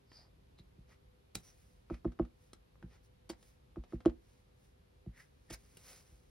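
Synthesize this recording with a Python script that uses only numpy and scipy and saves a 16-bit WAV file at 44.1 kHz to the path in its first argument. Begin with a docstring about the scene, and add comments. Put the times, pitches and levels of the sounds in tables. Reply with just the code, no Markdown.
"""Faint plastic ticks and the hiss and squeak of fingers and card sliding over a mat come first.
Then a small rubber stamp is tapped on an ink pad and pressed onto a card, at a craft table in a
quiet room. Each tap is a light plastic tick, then a knock that makes the table top ring. Now and
then the pad's case clacks as it lands and bounces. Two microphone openings, close together, hear it."""
import sys
import numpy as np
from scipy import signal
from scipy.fft import rfft, irfft, next_fast_len
from scipy.io import wavfile
from scipy.ndimage import uniform_filter1d

SR = 44100
rng = np.random.default_rng(int(sys.argv[2]) if len(sys.argv) > 2 else 0)


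def generate_wav(sig):
    """Save sig (samples, or channels by samples) to the path in sys.argv[1] as 16-bit PCM at SR."""
    pcm = np.round(np.clip(np.atleast_2d(sig).T, -1, 1) * 32767).astype(np.int16)
    wavfile.write(sys.argv[1], SR, pcm)


N = 277815
T, HZ = np.arange(N) / SR, np.fft.rfftfreq(N, 1 / SR)

# Hardness and brightness are where the treble rolls off. A ring time (t60) is the time to fall 60 dB.
# taps of the stamp: (time [s], level [dB], hardness [Hz], pitch the struck spot boosts [Hz], boost [dB],
# edge lands early by [s], edge level [dB], held down for [s], lift level [dB])
STAMP_TAPS = [(1.905, -22, 390, 67.4, -4, 0.0049, -43.5, 0.037, -50.5),
              (2.051, -13, 315, 58, -10, 0.0042, -46, .069, -58),
              (2.1953, -14, 534, 64.5, -9, 0.005, -47, 0.055, -58),
              (3.7667, -23, 242, 79.5, -4.5, .0075, -51.5, 0.071, -55),
              (3.9316, -14.5, 183, 54.5, -11.5, 0.0073, -51, .073, -53.5),
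              (4.0578, -23.5, 994, 402, 16.5, 0.0057, -41.5, 0.038, -51)]
# the tones the table top rings with: (pitch [Hz], level [dB], ring time [s])
TABLE_TONES = [(56, 0, 0.11), (78, -12.5, 0.045), (112.3, -13, 0.1), (177, -14.5, 0.13), (240.2, -16, 0.17),
               (288.4, -16.5, 0.044), (332.3, -0.5, 0.078), (421, -10.5, 0.033), (485.6, -31, 0.16),
               (519, -13.5, 0.059), (648.8, -18, 0.1), (679, -6.5, 0.031), (763, -13, 0.031),
               (1110, -18.5, 0.067), (1218, -6, 0.018), (1330, -15.5, 0.02)]
# soft presses on the card: (time [s], level [dB], hardness [Hz])
CARD_PRESSES = [(0.5897, -50.5, 190), (0.778, -42.5, 99), (2.831, -41, 257), (5.062, -34, 142),
                (6.1115, -40.5, 45.2)]
# clacks of the ink pad's case: (time [s], knock level [dB], hardness [Hz], pitch the spot boosts [Hz],
# boost [dB], lid level [dB], lid brightness [Hz], lid ring [dB], bounce gap [s], buzz level [dB])
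CASE_CLACKS = [(1.3522, -49, 700, 139, 24.5, -31.5, 16000, -9, .0014, -48),
               (3.2958, -45.5, 1900, 406, 17, -42.5, 8000, -1, 0.0037, -42.5),
               (5.504, -41, 1385, 92, 11.5, -42.5, 6540, -13, .0035, -51.5)]
# light single touches of plastic: (time [s], level [dB], brightness [Hz], ring pitch [Hz])
LIGHT_TOUCHES = [(0.117, -50, 2480, 614), (0.191, -58, 1200, 700), (0.588, -57.5, 3870, 3980),
                 (2.5322, -46.5, 6860, 1210), (2.756, -57, 1000, 1180), (2.827, -48.5, 1700, 1500),
                 (3.334, -53, 3000, 1930), (3.427, -57, 7000, 1110), (5.062, -55, 700, 780),
                 (5.77, -48, 20000, 2800)]
# the thin tones of the plastic case and stamp mount: (pitch [Hz], level [dB], ring time [s])
CASE_TONES = [(2400, -24, 0.032), (3238, -19, 0.044), (3930, -27.5, 0.079), (4180, -30, 0.083),
              (4480, -26, 0.03), (5010, -25.5, 0.076)]
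# tone colour of a plastic contact: (frequency [Hz], level [dB])
PLASTIC_COLOUR = [(150, 2.5), (500, -1), (1200, -10), (2500, -8.5), (4000, -7), (5500, -3.5), (8000, 1),
                  (12000, -6.5), (16000, -5.5)]
# skin and card sliding over the mat: (peak time [s], swell [s], level [dB], brightness [Hz])
MAT_STROKES = [(0.225, .05, -71.5, 796), (0.915, 0.032, -69, 3100), (1.39, 0.026, -65, 14000),
               (1.465, 0.04, -66.5, 15200), (1.6, 0.18, -75.5, 15000), (1.935, 0.043, -72.5, 4320),
               (2.44, 0.068, -78, 13800), (2.935, 0.043, -70.5, 3300), (3.05, .02, -76, 15000),
               (3.46, 0.071, -71.5, 14200), (3.923, 0.034, -71.5, 4400), (4.31, .11, -78, 8970),
               (4.64, 0.069, -78.5, 12920), (5.205, 0.047, -69, 10000), (5.537, 0.013, -48, 12200),
               (5.85, 0.41, -72, 12000), (5.9, 0.092, -58.5, 10900)]
# drags that catch and squeak: (peak time [s], swell [s], level [dB], pitch [Hz])
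MAT_SQUEAKS = [(0.172, 0.063, -64, 4850), (0.594, 0.013, -66.5, 4000), (0.915, .025, -74, 1950),
               (1.47, .045, -69, 5830), (1.93, 0.032, -68.5, 2290), (5.195, .045, -64.5, 1900),
               (5.522, 0.024, -59, 1925), (5.542, .008, -55, 5200)]
# tone colour of rubbing: (frequency [Hz], level [dB])
FRICTION_COLOUR = [(200, -9), (500, 1), (1000, -1.5), (1400, -1.5), (2200, 1.5), (3200, -4), (5800, 5),
                   (8000, 2.5), (10000, 4), (16000, -0.5)]
# how the two microphone openings differ: (frequency [Hz], left leads by [rad], left minus right [dB])
MIC_DIFFERENCES = [(60, 0, 0), (170, 0, -.6), (260, -.05, -2), (345, -.1, -2.2), (430, -.25, -4.9),
                   (520, .1, 0), (780, .1, 1.5), (1100, -.5, 1.5), (1300, -.35, 1.8), (2100, .1, -1),
                   (2900, .6, 0), (5200, .5, 0), (7200, 3.1, 0), (8200, 3.6, 0), (9700, 5.9, 0),
                   (11500, 6.9, 0), (12700, 9, 0), (14500, 9.8, 0), (15600, 12.4, 0)]
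# how long the room echoes: (frequency [Hz], ring time [s])
ROOM_DECAY = [(60, 0.39), (300, 0.19), (1000, 0.17), (4000, 0.11), (12000, 0.071)]
# tone colour of the room noise: (frequency [Hz], relative level [dB])
ROOM_COLOUR = [(20, -28), (35, -6), (55, -2), (85, -7), (130, -10.5), (200, -16), (300, -20), (520, -22),
               (700, -24.5), (1500, -32), (4000, -36), (8000, -47.5), (12000, -42), (14000, -67)]
# how alike the room noise is left and right: (frequency [Hz], likeness [-1 to 1])
ROOM_LIKENESS = [(60, 0.97), (130, 0.93), (300, 0.14), (600, -0.67), (3000, 0.015), (15000, 0.19)]
# a faint steady hum: (pitch [Hz], level [dB])
ROOM_HUM = [(400, -82.5), (500, -81)]


def tap(s, hard_hz, lead_s, edge_db, held_s, lift_db, mount_hz=1240):
    """The stamp's plastic ticks as it lands edge first and as it lifts: a list of (time, sound)."""
    crack_db = -34.5 + 23.5 * np.log2(hard_hz / 1000)  # only a hard tap makes the mount crack
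    edge = tick(edge_db, bright_hz=1920, t60=0.024, ring_hz=mount_hz, ring_db=2.5)
    crack = tick(crack_db, bright_hz=3200, t60=0.016, ring_hz=3093, ring_db=-7)
    lift = tick(lift_db, bright_hz=2800, t60=0.047, ring_hz=mount_hz, ring_db=-1.5)
    return [(s - lead_s, edge), (s, crack), (s + held_s, lift)]


def knock(db, hard_hz, spot_hz, spot_db, lag_cycles=0.61, swell_cycles=0.7, spot_octaves=0.76):
    """A blow rings the table. Deep waves bend through it more slowly, so low tones start later."""
    hz, tone_db, t60 = np.transpose(TABLE_TONES)[:, :, None]
    t = np.maximum(T[:SR // 3] - lag_cycles / hz, 0)
    boost_db = spot_db * dull(np.log2(hz / spot_hz), spot_octaves)
    size = amp(db + tone_db + boost_db) * dull(hz, hard_hz)
    swell = 1 - np.exp(-(t * hz / swell_cycles) ** 2)
    return np.sum(size * swell * fade(t, t60) * np.sin(2 * np.pi * hz * t), 0)


def clack(s, lid_db, bright_hz, ring_db, gap_s, buzz_db, bounce_loss_db=0.7):
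    """The case grazes, bounces three times, and its lid buzzes: a list of (time, sound)."""
    hits = [(s - 0.0035, -47)]  # one corner touches just before the case lands
    hits += [(s + k * gap_s, lid_db - k * bounce_loss_db) for k in range(3)]
    bounces = [(at, tick(db, bright_hz, t60=0.012, ring_hz=4680, ring_db=ring_db)) for at, db in hits]
    buzz = tick(buzz_db, bright_hz=6600, t60=0.056, ring_hz=850, ring_db=2.5)
    return bounces + [(s + gap_s, buzz)]


def tick(db, bright_hz, t60, ring_hz, ring_db, ring_t60=0.014, rise_s=0.00015):
    """Plastic is touched: a burst of tiny contacts, a short ring of that part, and the case's tones."""
    def colour(hz):
        return read_gain(PLASTIC_COLOUR, hz) * dull(hz, bright_hz) * dull(hz, 2.64 * bright_hz)

    t = T[:SR // 8]
    burst = noise(len(t), colour) * fade(t, t60)
    ring = amp(ring_db) * np.sin(2 * np.pi * ring_hz * t) * fade(t, ring_t60)
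    case = np.zeros(len(t))
    for hz, tone_db, tone_t60 in CASE_TONES:
        tone = np.sin(2 * np.pi * (hz * t + rng.random()))
        case += amp(tone_db) * dull(hz, bright_hz) * fade(t, tone_t60) * tone
    return amp(db) * (1 - np.exp(-t / rise_s)) * (burst + ring + case)


def handling():
    """Presses, touches, taps and clacks make two tracks: table knocks and plastic ticks."""
    knocks = [(s, knock(db, hard_hz, spot_hz=144.4, spot_db=20)) for s, db, hard_hz in CARD_PRESSES]
    ticks = [(s, tick(db, bright_hz, t60=0.026, ring_hz=ring_hz, ring_db=-3.5))
             for s, db, bright_hz, ring_hz in LIGHT_TOUCHES]
    for s, db, hard_hz, spot_hz, spot_db, *edge_and_lift in STAMP_TAPS:
        knocks.append((s, knock(db, hard_hz, spot_hz, spot_db)))
        ticks += tap(s, hard_hz, *edge_and_lift)
    for s, db, hard_hz, spot_hz, spot_db, *lid in CASE_CLACKS:
        knocks.append((s, knock(db, hard_hz, spot_hz, spot_db)))
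        ticks += clack(s, *lid)
    return track(knocks), track(ticks)


def slides(grain_db=1.5, grains_per_s=400, surge_db=1.0, surges_per_s=35):
    """All the strokes and squeaks, roughened as the surface catches on fine grains."""
    sounds = [stroke(*row) for row in MAT_STROKES]
    for s, swell_s, db, pitch_hz in MAT_SQUEAKS:
        sounds.append(slide(s, swell_s, db, lambda hz: peak(hz, pitch_hz, width_hz=700)))
        sounds.append(stroke(s, swell_s, db - 8.5, bright_hz=5000))  # hiss under the squeak
    roughness = amp(grain_db * drift(grains_per_s) + surge_db * drift(surges_per_s))
    return track(sounds) * unit(roughness)


def stroke(s, swell_s, db, bright_hz):
    """A plain slide over the mat makes a broad hiss."""
    return slide(s, swell_s, db, lambda hz: read_gain(FRICTION_COLOUR, hz) * dull(hz, bright_hz))


def slide(s, swell_s, db, colour):
    """Rubbing grows and fades with the hand's speed, loudest at s. 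Gives (start time, sound)."""
    start, fall_s = max(s - 2 * swell_s, 0), 1.07 * swell_s
    t = T[:round(2 * (swell_s + fall_s) * SR)] + start - s
    speed = np.exp(-(t / np.where(t < 0, swell_s, fall_s)) ** 2)
    speed *= signal.windows.tukey(len(t), 0.1)  # smooth ends
    return start, amp(db) * speed * noise(len(t), colour)


def rattle(knocks, relative_db=-43, centre_hz=1800, width_hz=2600, grain_db=4, grains_per_s=220):
    """Loose ink pad cases chatter faintly for as long as the table shakes."""
    shake = np.sqrt(abs(uniform_filter1d(knocks ** 2, size=600, origin=299)))
    chatter = noise(N, lambda hz: peak(hz, centre_hz, width_hz) * dull(hz, 3 * centre_hz))
    return amp(relative_db) * shake * chatter * unit(amp(grain_db * drift(grains_per_s)))


def microphones(x):
    """Direct sound reaches the two openings at slightly different times and levels."""
    lead = read(MIC_DIFFERENCES, HZ)
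    balance = amp(read(MIC_DIFFERENCES, HZ, column=2) / 2)
    return irfft(rfft(x) * np.array([balance, np.exp(-1j * lead) / balance]), N)


def room_echo(x, build_s=0.0033):
    """A small room gives left and right each their own echo; the treble dies first."""
    hz, t, bands = signal.stft(rng.standard_normal((2, SR // 2)), SR, nperseg=256)
    tail = signal.istft(bands * fade(t, read(ROOM_DECAY, hz)[:, None]), SR, nperseg=256)[1]
    tail *= 1 - np.exp(-(T[:tail.shape[1]] / build_s) ** 2)
    return signal.fftconvolve(x[None], tail / np.linalg.norm(tail[0]), axes=1)[:, :N]


def room_noise(air_db=-65, sway_db=1.56, sway_per_s=5, rumble_hz=150):
    """An uneven rumble, thin hiss and a faint hum. Left and right are alike only in the bass."""
    likeness = np.clip(read(ROOM_LIKENESS, HZ), -1, 1)
    left, unrelated = rfft(rng.standard_normal((2, N)))
    right = likeness * left + np.sqrt(1 - likeness ** 2) * unrelated
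    spectrum = np.array([left, right]) * read_gain(ROOM_COLOUR, HZ)
    bass = dull(HZ, rumble_hz)
    rumble = irfft(spectrum * bass, N) * unit(amp(sway_db * drift(sway_per_s)))
    hiss = irfft(spectrum * (1 - bass), N)
    hum = [sum(amp(db) * noise(N, lambda f: peak(f, hz, width_hz=14)) for hz, db in ROOM_HUM)
           for side in range(2)]
    return amp(air_db) * unit(rumble + hiss) + np.array(hum)


def amp(db):
    """Turns decibels into a gain to multiply by."""
    return 10 ** (np.asarray(db) / 20)


def unit(x):
    """Scales a signal to an average size (rms) of 1."""
    return x / np.sqrt(np.mean(x ** 2) + 1e-20)


def fade(t, t60):
    """Falls 60 dB in t60 seconds."""
    return np.exp(-np.log(1000) * t / t60)


def dull(hz, corner_hz):
    """A gentle roll-off: 1 at zero, a half at the corner."""
    return 1 / (1 + (hz / corner_hz) ** 2)


def peak(hz, centre_hz, width_hz):
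    """A resonance: lets through what lies near the centre."""
    return 1 / (1 + (2 * (hz - centre_hz) / width_hz) ** 2)


def noise(size, colour):
    """Noise of rms 1, with each frequency weighted by colour(hz)."""
    full = next_fast_len(size, True)
    spectrum = rfft(rng.standard_normal(full)) * colour(np.fft.rfftfreq(full, 1 / SR))
    return unit(irfft(spectrum, full)[:size])


def drift(per_s):
    """A random wobble of rms 1; a higher per_s makes it quicker."""
    return noise(N, lambda hz: dull(hz, per_s) ** 2)


def read(points, hz, column=1):
    """Looks up a table at hz, blending between rows on a log-frequency scale."""
    table = np.transpose(points)
    return np.interp(np.log(hz + 1), np.log(table[0] + 1), table[column])


def read_gain(points, hz):
    """Looks up a table of decibels at hz, as gains."""
    return amp(read(points, hz))


def track(sounds):
    """Mixes (time, sound) pairs onto one track."""
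    out = np.zeros(N)
    for s, sound in sounds:
        part = out[max(round(s * SR), 0):][:len(sound)]
        part += sound[:len(part)]
    return out


def scene(knock_room_db=-14, tick_room_db=-12, slide_room_db=-10, scatter_db=-17, radiate_hz=399):
    """Knocks, ticks and slides on the table, with the room around them."""
    knocks, ticks = handling()
    rubs = slides()
    ticks += rattle(knocks)
    ticks += amp(scatter_db) * room_echo(ticks)[0]  # things on the table reflect from the same side
    radiated = irfft(rfft(knocks) * (1 - dull(HZ, radiate_hz)), N)  # deep tones stay near the table
    into_room = amp(knock_room_db) * radiated + amp(tick_room_db) * ticks + amp(slide_room_db) * rubs
    return microphones(knocks + ticks + rubs) + room_echo(into_room) + room_noise()


def record(dry, low_cut_hz=37, high_cut_hz=15900):
    """The microphone loses the deepest bass, then the recorder cuts the highest treble."""
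    bass_cut = signal.butter(3, low_cut_hz, "high", fs=SR, output="sos")
    treble_cut = signal.firwin(511, high_cut_hz, window=("kaiser", 9), fs=SR)
    return signal.oaconvolve(signal.sosfilt(bass_cut, dry), treble_cut[None], "same")


dry = scene()
out = record(dry)
generate_wav(out)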